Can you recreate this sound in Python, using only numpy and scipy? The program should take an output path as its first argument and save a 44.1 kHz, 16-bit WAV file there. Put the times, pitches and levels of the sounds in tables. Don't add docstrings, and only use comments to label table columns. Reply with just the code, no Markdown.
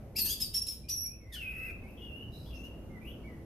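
import sys
import numpy as np
from scipy import signal
from scipy.fft import rfft, irfft
from scipy.io import wavfile
from scipy.ndimage import uniform_filter1d

SR = 44100
rng = np.random.default_rng(int(sys.argv[2]) if len(sys.argv) > 2 else 0)


def master_out(mix):
    frames = np.transpose(np.atleast_2d(mix))
    ceiling = np.clip(frames, -1, 1)
    pcm = np.round(ceiling * 32767).astype(np.int16)
    wavfile.write(sys.argv[1], SR, pcm)


def invert_db(level):
    return 10 ** (np.asarray(level, dtype=float) / 20)


N = 152145

# frequency_hz, density_db (per Hz)
FLOOR_SPECTRUM = [(12, -36), (20, -10.5), (65, 1), (232, -9), (592, -18), (973, -30), (2050, -38.5),
                  (2770, -40), (4070, -47.5), (5830, -46), (7680, -52), (13300, -43), (14500, -66.5)]
# frequency_hz, correlation (-1 to 1)
STEREO_LIKENESS = [(60, 0.97), (180, 0.95), (530, 0.82), (1580, 0.46), (4710, -0.14), (14000, -0.11)]
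# time_s, level_db
SWELL = [(0, 2.5), (.25, -0.5), (.5, -3.5), (1.1, -7.5), (1.45, -3.5), (1.85, 2), (2.4, 1.5), (2.7, 3),
         (3.45, 2.5)]
# frequency_hz, share (ratio)
SWELL_SHARE = [(40, 0.25), (120, 0.24), (300, 0.95), (1000, 1.02), (5000, 0.79)]
# pitch_hz, width_hz, level_db (before sway and swell)
DRONES = [(58, 4.7, -52), (101.5, 48, -59.5), (217, 9, -60), (252.8, 11.5, -64), (330.5, 6.7, -65.5)]
# time_s, main_hz, main_db, second_hz, second_db, rasp_db,
# overtone_db (over the main voice); levels before beak colour and shimmer
CHIRPS = [
    [(.152, 4190, -58, 2002, -50.5, -59.5, -35.5), (.168, 5025, -34, 2750, -46.5, -40.5, -16.5),
     (.2, 4548, -39, 2637, -45, -36, -5), (.23, 4230, -45.5, 2600, -83.5, -69.5, 4.5),
     (.258, 4327, -48, 2500, -58, -37, 1), (.28, 4610, -40.5, 2870, -52.5, -46.5, -8),
     (.3, 4980, -43.5, 3250, -46, -36.5, -8), (.335, 4680, -39, 3540, -47, -48.5, -16),
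     (.352, 4680, -74, 3780, -88, -88, -13)],
    [(.394, 5100, -57.5, 3220, -63, -55.5, -24.5), (.406, 5330, -43, 3650, -60.5, -38.5, -14.5),
     (.424, 5077, -34.5, 3790, -47.5, -40, -14), (.446, 4830, -43.5, 3840, -61, -56.5, -6.5),
     (.472, 4460, -44, 3750, -78, -80, -5)],
    [(.534, 4810, -68, 2460, -54, -43.5, -17), (.545, 5400, -35, 3300, -53.5, -41.5, -13),
     (.558, 5445, -32.5, 4050, -60, -42, -6), (.58, 5500, -34, 4120, -52, -47, -17),
     (.59, 5490, -53, 4150, -80.5, -57, -22)],
    [(.61, 5210, -58, 3950, -57, -60.5, 16), (.62, 5490, -30.5, 4100, -74, -75, -9),
     (.633, 5190, -61, 4160, -60.5, -36, -9.5)],
    [(.661, 5106, -50, 3780, -68.5, -59, -3.5), (.67, 5170, -47, 3955, -53, -48, 4),
     (.686, 5400, -37.5, 3850, -63, -49.5, -5), (.72, 5290, -51, 3860, -75.5, -50.5, -0.5),
     (.762, 5290, -69, 3900, -91, -65, -17), (.775, 5330, -70, 3850, -85, -76.5, -9)],
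    [(.885, 4394, -40, 2897, -33, -49, -13.5), (.893, 5070, -41, 3010, -66, -42.5, -12),
     (.901, 5794, -35, 4167, -47.5, -53, -6), (.918, 5820, -40, 4130, -72, -46.5, -14.5),
     (.96, 5656, -40.5, 4250, -120, -82.5, -5.5), (1.04, 5720, -42, 4100, -95, -105.5, -4.5),
     (1.07, 5573, -42, 4100, -90, -96.5, -5.5), (1.082, 5460, -73, 4100, -98, -70.5, 3)],
    [(1.32, 3700, -51, 5300, -61, -58, -18.5), (1.333, 3450, -54, 5000, -69.5, -50, -30),
     (1.35, 3250, -51.5, 4400, -58, -48, -54), (1.365, 3050, -47.5, 1500, -58, -64, -36),
     (1.385, 2890, -48, 1450, -84, -63, -44), (1.43, 2600, -46.5, 1330, -81, -69, -30.5),
     (1.48, 2507, -44.5, 1316, -78, -75.5, -34.5), (1.6, 2593, -48.5, 1310, -72, -68, -30.5),
     (1.66, 2612, -45.5, 1330, -72.5, -69, -32), (1.705, 2450, -50, 1310, -75, -66, -31),
     (1.72, 2360, -58, 1237, -69, -67, -28)],
]
# pan_db (left over right), jitter (share of pitch), sideband_db (over the rasp)
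CHIRP_SETTINGS = [(1.5, .014, -1.5), (0.5, 0.014, -2), (-1, .008, -1), (2, 0.011, 3.5), (0, .01, -3),
                  (0.5, 0.0123, -3.5), (1.5, 0.0183, -10)]
# time_s, pitch_hz, level_db (before beak, shimmer and distance)
WHISTLES = [
    [(.83, 2380, -71.5), (.9, 2494, -64.5), (.96, 2630, -78), (1.02, 2720, -73)],
    [(1.04, 2300, -69.5), (1.1, 2430, -67.5), (1.13, 2537, -64.5), (1.2, 2590, -83)],
    [(1.2, 2300, -69.5), (1.25, 2037, -71), (1.3, 2104, -61), (1.34, 1800, -59.5), (1.38, 1570, -71)],
    [(1.41, 2165, -58), (1.5, 2053, -66.5), (1.6, 1975, -58), (1.72, 2126, -60)],
    [(1.42, 1584, -74), (1.55, 1490, -77), (1.72, 1613, -67)],
    [(1.83, 2120, -61), (1.87, 2300, -68.5), (1.89, 2680, -63), (1.96, 2565, -68)],
    [(1.968, 3250, -63), (2.0, 3020, -64.5), (2.06, 3050, -59)],
    [(2.0, 2842, -56), (2.05, 2904, -57), (2.11, 2704, -55.5), (2.17, 2807, -52), (2.23, 2970, -54),
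     (2.26, 2930, -69)],
    [(2.318, 3890, -63), (2.36, 3930, -57.5), (2.43, 3900, -75)],
    [(2.31, 5140, -78), (2.42, 4750, -74), (2.46, 4600, -72.5), (2.52, 4940, -76)],
    [(2.455, 3050, -60), (2.48, 3480, -67), (2.52, 3000, -60)],
    [(2.525, 2818, -50.5), (2.57, 2692, -63), (2.615, 2704, -53)],
    [(2.535, 5180, -66.5), (2.57, 5810, -66.5), (2.61, 6430, -81), (2.67, 5640, -72)],
    [(2.63, 2739, -51.5), (2.66, 2863, -52.5), (2.7, 2790, -77)],
    [(2.885, 2170, -71.5), (2.95, 2075, -62), (2.99, 1970, -57.5)],
    [(3.01, 2320, -59), (3.04, 2450, -61.5), (3.075, 2850, -55), (3.1, 3020, -56), (3.125, 3200, -67)],
    [(3.235, 2240, -60), (3.265, 2230, -59), (3.29, 2007, -65.5), (3.33, 1954, -64.5), (3.4, 1970, -75)],
]
# pan_db (left over right), jitter (share of pitch), overtone_db, breath_db (over the voice)
WHISTLE_SETTINGS = [(-2, .008, -34, -26), (-1.5, 0.025, -50, -30), (1.5, 0.019, -38, -15),
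                    (0, 0.038, -35, -44), (-3.5, 0.0586, -28, -37), (1.5, 0.026, -24.5, -16),
                    (4, 0.062, -33, -17.5), (-1, 0.01, -35, -28), (-2, 0.021, -20, -15), (1, 0.083, -26, 3),
                    (3, 0.063, -40, -19), (3.5, 0.019, -29, -17), (0, .07, -22, -11),
                    (0.5, 0.011, -37, -14), (-1.5, 0.014, -42, -28), (1, 0.034, -25, -23),
                    (-0.5, 0.017, -35.5, -29)]
# multiple (ratio), level_db (added to the note's overtone level)
OVERTONES = [(2, -6), (3, -7), (4, 2.5), (5, -3)]
# frequency_hz, gain_db
BEAK = [(1000, 10.5), (1900, -2), (2700, 1), (5000, -1.5), (6500, -1), (7600, -4.5), (8800, 2.5),
        (11000, 2.5), (13000, 14), (14500, -1)]
# frequency_hz, gain_db
RASP_SPECTRUM = [(1200, -27.5), (1900, -30.5), (3000, -8), (4000, -7.5), (5200, -3.5), (7300, -13.5),
                 (8500, -9.5), (10000, -6.5), (12500, -5), (14500, -3)]
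SIDEBAND_STEPS = [-3, -2, 1, 2, 3, 4, 5, 6, 7]
# frequency_hz, t60_s
YARD_T60 = [(1500, 0.49), (3000, .6), (5500, 0.39), (9000, 0.43), (13000, 0.27)]

FLOOR_DB, AIR_TOP_HZ = -43.5, 13730
EDGE_S = .008
JITTER_S, SHIMMER_DB = .0015, 2
SUM_DB, LOW_DOUBLE_DB = 33, -2
GAP_TONE_DB, GAP_LOW_HZ = -20, 1697
NEAR_WET_DB, FAR_WET_DB, FAR_DRY_DB = 2, 4.5, -2
FIRST_ECHO_S, SHARED_ECHO = .001, 0.073
CAGE_DB, CAGE_T60_S = 2, .09


def evened(x):
    return x / np.sqrt(np.mean(x ** 2) + 1e-20)


def read(points, hz):
    f, value = np.transpose(points)
    return np.interp(np.log(hz + 1), np.log(f + 1), value)


def wobble(n, seconds):
    size = max(int(seconds * SR), 2)
    smooth = uniform_filter1d(rng.standard_normal(n), size)
    return evened(uniform_filter1d(smooth, size))


def background():
    frames, hz = N // 512 + 5, np.fft.rfftfreq(2048, 1 / SR)
    a, b, c, d, patches = rng.standard_normal((frames, 1025, 5)).T
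    patches = uniform_filter1d(patches, 10, 0)
    patches = evened(uniform_filter1d(patches, 10, 1))

    same = read(STEREO_LIKENESS, hz)[:, None]
    left = a + 1j * b
    right = same * left + np.sqrt(1 - same ** 2) * (c + 1j * d)
    z = np.array([left, right])
    z *= invert_db(read(FLOOR_SPECTRUM, np.minimum(hz, AIR_TOP_HZ))[:, None] + 1.5 * patches)
    z /= np.sqrt(np.mean(abs(z) ** 2))
    swell_db = np.interp(np.arange(frames) * 512 / SR, *np.transpose(SWELL))
    z *= invert_db(read(SWELL_SHARE, hz)[:, None] * swell_db)
    noise = signal.istft(z, nperseg=2048, noverlap=1536)[1][:, :N]
    out = invert_db(FLOOR_DB) * 1.23 * np.sqrt(3) / 64 * noise

    t = np.arange(N) / SR
    swell_db = np.interp(t, *np.transpose(SWELL))
    for pitch_hz, width_hz, level_db in DRONES:
        sway = wobble(N, 0.86 / width_hz) + 1j * wobble(N, 0.58 / width_hz)
        tone = ((1 + sway / 2) * np.exp(2j * np.pi * pitch_hz * t)).real
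        out += invert_db(level_db + read(SWELL_SHARE, pitch_hz) * swell_db) * tone
    return out


def controls(rows):
    rows = np.array(rows)
    t = np.arange(rows[0, 0], rows[-1, 0], 1 / SR)
    gate = np.clip(np.minimum(t - t[0], t[-1] - t) / EDGE_S, 0, 1)
    return gate, [np.interp(t, rows[:, 0], column) for column in rows.T[1:]]


def jittered_phase(hz, jitter):
    return 2 * np.pi * np.cumsum(hz * (1 + jitter * wobble(len(hz), JITTER_S))) / SR


def partial(phase, hz, db):
    return np.sqrt(2) * invert_db(db + read(BEAK, hz)) * (hz < .45 * SR) * np.sin(phase)


def stack(phase, hz, db, overtone_db):
    voice = partial(phase, hz, db)
    for multiple, level_db in OVERTONES:
        k = round(multiple)
        voice = voice + partial(k * phase, k * hz, db + overtone_db + level_db)
    return voice


def chirp(rows, jitter, sideband_db, rasp):
    gate, (main, main_db, second, second_db, rasp_db, overtone_db) = controls(rows)
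    n = len(gate)
    a, b = jittered_phase(main, jitter), jittered_phase(second, jitter)
    main_db = main_db + SHIMMER_DB * wobble(n, .004)
    sum_db = main_db + second_db + SUM_DB
    tones = stack(a, main, main_db, overtone_db)
    tones += partial(b, second, second_db)
    tones += partial(2 * b, 2 * second, second_db + LOW_DOUBLE_DB)
    tones += partial(a + b, main + second, sum_db)
    tones += partial(2 * a + b, 2 * main + second, sum_db + overtone_db / 2)

    gap = main - second
    comb = np.zeros(n)
    for k in SIDEBAND_STEPS:
        hz = abs(main + k * gap)
        level_db = sideband_db + read(RASP_SPECTRUM, hz) + SHIMMER_DB * wobble(n, 0.0068)
        comb += invert_db(level_db) * (hz < .45 * SR) * np.sin(a + k * (a - b))
    comb += invert_db(sideband_db + GAP_TONE_DB) * (gap > GAP_LOW_HZ) * np.sin(a - b)

    start = round(rows[0][0] * SR)
    hoarse_gain = invert_db(rasp_db + SHIMMER_DB * wobble(n, 0.0014))
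    return gate * (tones + hoarse_gain * (comb + rasp[start:start + n]))


def yard(x):
    taps = np.zeros((3, SR))
    at = np.arange(0, SR - 20, 20) + rng.integers(0, 20, (3, (SR - 1) // 20))
    np.put_along_axis(taps, at, rng.choice([-1., 1.], at.shape), 1)
    taps[:, :round(FIRST_ECHO_S * SR)] = 0
    taps = np.sqrt(SHARED_ECHO) * taps[2] + np.sqrt(1 - SHARED_ECHO) * taps[:2]

    hz, t, z = signal.stft(taps, SR, nperseg=256)
    t60 = read(YARD_T60, hz)[:, None]
    decay = invert_db(-60 * t / t60) + invert_db(CAGE_DB - 60 * t / CAGE_T60_S)
    tail = signal.istft(z * decay / np.sqrt(t60), SR, nperseg=256)[1]
    return signal.fftconvolve(x, tail / np.linalg.norm(tail[0]), axes=1)[:, :N]


def whistle(rows, jitter, overtone_db, breath_db, rasp):
    gate, (hz, db) = controls(rows)
    n, start = len(gate), round(rows[0][0] * SR)
    phase = jittered_phase(hz, jitter)
    voice = stack(phase, hz, db + SHIMMER_DB * wobble(n, 0.0059), overtone_db)
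    return gate * (voice + invert_db(db + breath_db) * rasp[start:start + n])


def place(mix, start_s, sound, pan_db):
    for side, gain_db in zip(mix, (pan_db / 2, -pan_db / 2)):
        part = side[round(start_s * SR):][:len(sound)]
        part += sound[:len(part)] * invert_db(gain_db)


def scene():
    near, far = np.zeros((2, N)), np.zeros((2, N))
    spectrum = rfft(rng.standard_normal(N))
    rasp = evened(irfft(spectrum * invert_db(read(RASP_SPECTRUM, np.fft.rfftfreq(N, 1 / SR))), N))
    for rows, (pan_db, *voice) in zip(CHIRPS, CHIRP_SETTINGS):
        place(near, rows[0][0], chirp(rows, *voice, rasp), pan_db)
    for rows, (pan_db, *voice) in zip(WHISTLES, WHISTLE_SETTINGS):
        place(far, rows[0][0], whistle(rows, *voice, rasp), pan_db)
    direct = near + far * invert_db(FAR_DRY_DB)
    echoes = yard(near * invert_db(NEAR_WET_DB) + far * invert_db(FAR_WET_DB))
    return direct + echoes + background()


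def band_limit(x):
    return signal.sosfilt(signal.butter(12, 14620, fs=SR, output="sos"), x)


def record(dry):
    low_pass = signal.firwin(401, 14250, window=("kaiser", 9), fs=SR)
    mix = signal.oaconvolve(dry, low_pass[None], "same")
    return band_limit(mix)


dry = scene()
out = record(dry)
master_out(out)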